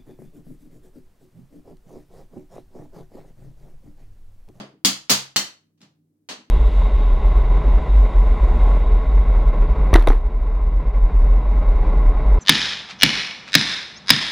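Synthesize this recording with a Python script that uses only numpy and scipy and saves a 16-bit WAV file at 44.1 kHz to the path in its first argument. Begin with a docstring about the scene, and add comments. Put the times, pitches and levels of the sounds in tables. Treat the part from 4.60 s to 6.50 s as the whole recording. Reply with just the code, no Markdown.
"""Wooden draughts pieces are slapped on a wooden board in a small hard-walled kitchen, caught by a phone.
Each contact is a shaped click plus short fading sines for the ringing piece; slower sines are the thuds of
the board and the rocking table. Decaying noise smears each clack into a dense room tail.
Underneath lie a fridge-like hum of narrow noise bands and a shaped noise floor of rumble and faint hiss."""
import sys
import numpy as np
from scipy import signal
from scipy.fft import rfft, irfft
from scipy.io import wavfile

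SR = 44100
rng = np.random.default_rng(int(sys.argv[2]) if len(sys.argv) > 2 else 0)


def bounce(signal):
    """Save signal as a 16-bit WAV file at the path given by the first command-line argument."""
    frames = np.transpose(np.atleast_2d(signal))
    limited = np.clip(frames, -1, 1)
    pcm = np.round(limited * 32767).astype(np.int16)
    wavfile.write(sys.argv[1], SR, pcm)


def elevation(decibels):
    """Turn decibel levels (scalar or array-like) into linear amplitude ratios."""
    levels = np.asarray(decibels, float)
    return 10 ** (levels / 20)


N = 83790  # samples
LEAD_S = 0.1  # run-up before t = 0, so that earlier contacts leave their tails
TAIL_S = 0.5  # length of each thud and room tail


def curve(table, hz):
    """Read a (f/Hz, value) table on a log frequency axis."""
    points = np.array(table, float)
    return np.interp(np.log(np.maximum(hz, 1)), np.log(points[:, 0]), points[:, 1])


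def causal(db):
    """Minimum-phase click with a given dB spectrum: its energy comes as early as it can."""
    cepstrum = irfft(db * np.log(10) / 20)
    half = len(cepstrum) // 2
    cepstrum[1:half] *= 2
    cepstrum[half + 1:] = 0
    return irfft(np.exp(rfft(cepstrum)))


def ring(t, hz, db, t60_s):
    """A sine that fades by 60 dB in t60_s, as a struck mode does."""
    return elevation(db - 60 * t / t60_s) * np.sin(2 * np.pi * hz * t)


def spread(mid, side, hz):
    """Turn two spectra into stereo: alike in the bass, unrelated above 900 Hz."""
    width = np.clip(hz / 900, 0.1, 1)
    left_right = mid + width * side * np.array([[1], [-1]])
    return irfft(left_right / np.sqrt(1 + width ** 2))


def add(out, x, s):
    """Mix x in at time s."""
    start = int(round((s + LEAD_S) * SR))
    n = min(x.shape[-1], out.shape[1] - start)
    out[:, start:start + n] += x[..., :n]


# Contacts of the pieces: (t/s, level/dB, piece pitch f/Hz, crack tilt/dB per octave, ring t60/s,
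# room send/dB)
CLACKS = [(-.040, -7, 4600, -10.5, 0.0046, -1.5), (0.2482, 9, 5080, -0.5, 0.0094, -1),
          (.2510, 4, 4570, 1, 0.0093, 1), (0.4963, -0.5, 5300, -4, 0.0079, 2.5),
          (0.4986, 4.5, 4840, 1, 0.0032, 4), (.5028, -0.5, 4670, 2.5, .012, 2.5),
          (.5095, -7, 4800, 0.5, 0.03, 4.5), (.5145, 1, 5000, -2, 0.0048, 3),
          (0.7614, 4.5, 3046, -1.5, 0.0048, -2), (.7652, 3.5, 4446, 0, 0.031, -2),
          (1.177, -61, 4500, -4, 0.0062, 4), (1.2065, -47, 3800, -5, 0.014, 1),
          (1.2158, -38, 5210, -4.5, .014, -2.5), (1.2172, -37.5, 4160, -3.5, 0.014, -2.5),
          (1.230, -38.5, 4390, -8.5, 0.0058, 1), (1.6888, -21.5, 4540, -5.5, 0.0146, 7.5),
          (1.699, -20.5, 4100, -5.5, 0.014, 2), (1.712, -22, 4380, -7, 0.0072, 4)]
# Partials of a piece: (ratio to piece pitch, level/dB, share of ring t60)
PIECE = [(1, -0.5, 0.75), (1.38, -9, 1.4), (.7, -5.5, 0.96), (1.74, -11.5, 0.72), (0.29, -18, 1.3),
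         (0.47, -15.5, .8)]
# Spectrum shape of the crack before tilting: (f/Hz, level/dB)
CRACK = [(60, -61), (200, -27.5), (500, -15.5), (1000, -9.5), (2000, -5.5), (4000, 3.5), (6500, 3),
         (8500, -4.5), (11000, -6.5), (15500, -9.5)]
RING_DB = -18  # piece partials against the contact level
NEAR_RING_DB = 6  # extra ring in the direct sound
SOFT_HZ = 6360  # the crack tilt is twice as steep above this
LEFT_LAG = 3  # samples by which direct sound reaches the left channel later


def clacks(out):
    """Crack and ring of a piece; the ring beams toward the phone, and the room returns both."""
    t, hz = np.arange(2048) / SR, np.fft.rfftfreq(2048, 1 / SR)
    # octaves above 4 kHz, counted double above SOFT_HZ
    octaves = np.log2(np.maximum(hz, 100) / 4000) + np.log2(np.maximum(hz / SOFT_HZ, 1))
    for s, db, pitch_hz, tilt_db, ring_s, send_db in CLACKS:
        crack = causal(curve(CRACK, hz) + tilt_db * octaves)
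        crack = elevation(db) * crack / np.linalg.norm(crack)
        piece = np.zeros(len(t))
        for ratio, partial_db, share in PIECE:
            piece += ring(t, pitch_hz * ratio, db + RING_DB + partial_db, share * ring_s)
        near = crack + elevation(NEAR_RING_DB) * piece
        add(out, np.array([np.roll(near, LEFT_LAG), near]), s)
        reverb = signal.fftconvolve(room() * elevation(send_db), (crack + piece)[None])
        add(out, reverb, s)


# Thuds into board and table: (t/s, level/dB, centre of the favoured pitch region f/Hz)
THUDS = [(-.030, -22.5, 202), (.030, -41, 560), (.085, -50, 520), (0.136, -45, 316), (.2490, -16, 245),
         (.5010, -18, 183.6), (.5060, -20, 480), (0.761, -27, 230), (1.207, -51, 199.6),
         (1.217, -46.5, 133.9), (1.223, -50.5, 270.2), (1.690, -43, 795), (1.699, -37, 290),
         (1.784, -44, 295), (1.875, -55, 254)]
# Modes of board and table: (f/Hz, level/dB, t60/s)
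BOARD = [(136, -9.5, 0.44), (201, -2, .23), (232, 1, .07), (253, 0, 0.13), (276.6, -4.5, 0.17),
         (321, -13.5, 0.35), (400, -5.5, 0.11), (459.4, -6.5, 0.15), (550, -1, 0.06), (649, -5, .16),
         (744, -10, 0.13), (1040, -8, .12)]
REGION_DB = -19.5  # mode level one octave from the region, growing with the square of the distance
MODE_DETUNE, MODE_SCATTER_DB = 0.012, 1.5  # random spread of pitch (fraction) and level per thud
THUD_RISE_S = 0.0036
SWAY_HZ, SWAY_DB, SWAY_T60_S, SWAY_RISE_S = 37.8, -29.5, 0.6, 0.054  # level is against the thud


def thuds(out):
    """Board and table ring on their low modes while the table rocks on its legs."""
    t = np.arange(int(TAIL_S * SR)) / SR
    chance = rng.standard_normal((len(THUDS), len(BOARD), 3))
    thud_rise = (1 - np.exp(-t / THUD_RISE_S)) ** 2
    sway_rise = 1 - np.exp(-t / SWAY_RISE_S)
    for (s, db, region_hz), draws in zip(THUDS, chance):
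        modes = np.zeros((2, len(t)))
        for (hz, mode_db, t60_s), (detune, scatter, lean) in zip(BOARD, draws):
            region_db = REGION_DB * np.log2(hz / region_hz) ** 2
            level_db = db + mode_db + region_db + MODE_SCATTER_DB * scatter
            mode = ring(t, hz * (1 + MODE_DETUNE * detune), level_db, t60_s)
            # left gains what right loses; the random lean grows with pitch
            pan_db = np.array([[1.0], [-1.0]]) * (0.3 + lean * hz / 400)
            modes += mode * elevation(pan_db)
        sway = ring(t, SWAY_HZ, db + SWAY_DB, SWAY_T60_S) * sway_rise
        add(out, modes * thud_rise + sway, s)


# Fade time of the room tail by pitch: (f/Hz, t60/s)
ROOM_T60 = [(150, 0.28), (400, 0.33), (1000, 0.33), (2500, 0.31), (5000, 0.28), (9000, .25), (15000, 0.19)]
ROOM_DB, ROOM_RISE_S = -21.5, 0.0019  # gain of the noise tail, build-up time
ROOM_GRAIN_DB = 5.5  # initial random spread of sample levels


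def room():
    """Echoes as stereo noise, grainy at first, thickening into a tail that fades at its own rate per octave."""
    n = int(TAIL_S * SR) // 2 * 2
    t, hz = np.arange(n) / SR, np.fft.rfftfreq(n, 1 / SR)
    grain = elevation(ROOM_GRAIN_DB * np.exp(-t / 0.02) * rng.standard_normal((2, n)))
    noise = spread(*rfft(rng.standard_normal((2, n))), hz) * grain
    spectrum = rfft(noise)
    octave = np.clip(np.log2(np.maximum(hz, 1) / 60), 0, 8)
    tail = np.zeros((2, n))
    for k in range(9):
        share = np.clip(1 - np.abs(octave - k), 0, 1)  # overlapping octave bands from 60 Hz up
        fade = elevation(-60 * t / curve(ROOM_T60, 60 * 2.0 ** k))
        tail += irfft(spectrum * share) * fade
    return tail * (1 - np.exp(-t / ROOM_RISE_S)) * elevation(ROOM_DB)


def shaped_noise(gain, hz, db):
    """Steady stereo noise through a spectral gain, set to an rms level in dB."""
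    mid, side = (rfft(rng.standard_normal((2, N))) * gain)
    noise = spread(mid, side, hz)
    return elevation(db) * noise / np.sqrt(np.mean(noise ** 2))


# Fridge-like tones: (f/Hz, full width at half amplitude/Hz, rms level/dB)
HUM = [(100, 0.67, -77.5), (158, 4.5, -72.5), (235.7, 12, -78.5), (301, 20, -73.5)]


def hum():
    """Low tones that waver because each is a narrow band of noise."""
    hz = np.fft.rfftfreq(N, 1 / SR)
    out = np.zeros((2, N))
    for tone_hz, width_hz, db in HUM:
        resonance = 1 / (1 + ((hz - tone_hz) / width_hz * 2) ** 2)
        out += shaped_noise(resonance, hz, db)
    return out


# Spectrum shape of rumble and hiss: (f/Hz, relative level/dB)
FLOOR = [(25, 5.5), (48, -3), (70, -16.5), (130, -3), (320, -0.5), (500, -12), (1100, -26.5), (3000, -33.5),
         (16000, -30)]


def noise_floor():
    """Rumble and faint hiss: one steady noise shaped by a spectrum curve."""
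    hz = np.fft.rfftfreq(N, 1 / SR)
    return shaped_noise(elevation(curve(FLOOR, hz)), hz, -72.5)


def scene():
    """Clacks and thuds over the hum and the noise floor."""
    lead = int(LEAD_S * SR)
    out = np.zeros((2, N + lead))
    clacks(out)
    thuds(out)
    return out[:, lead:] + hum() + noise_floor()


def band_limit(x):
    """A steep low-pass at the top of the band."""
    return signal.sosfilt(signal.butter(12, 16600, fs=SR, output="sos"), x)


def record(dry):
    """The phone rounds the highest peaks toward a ceiling and thins the deep bass."""
    ceiling = 0.85  # of full scale
    rounded = dry / (1 + (dry / ceiling) ** 4) ** (1 / 4)
    bass_cut = signal.butter(2, 75, "high", fs=SR, output="sos")  # 75 Hz
    mix = signal.sosfilt(bass_cut, rounded)
    return band_limit(mix)


dry = scene()
out = record(dry)
bounce(out)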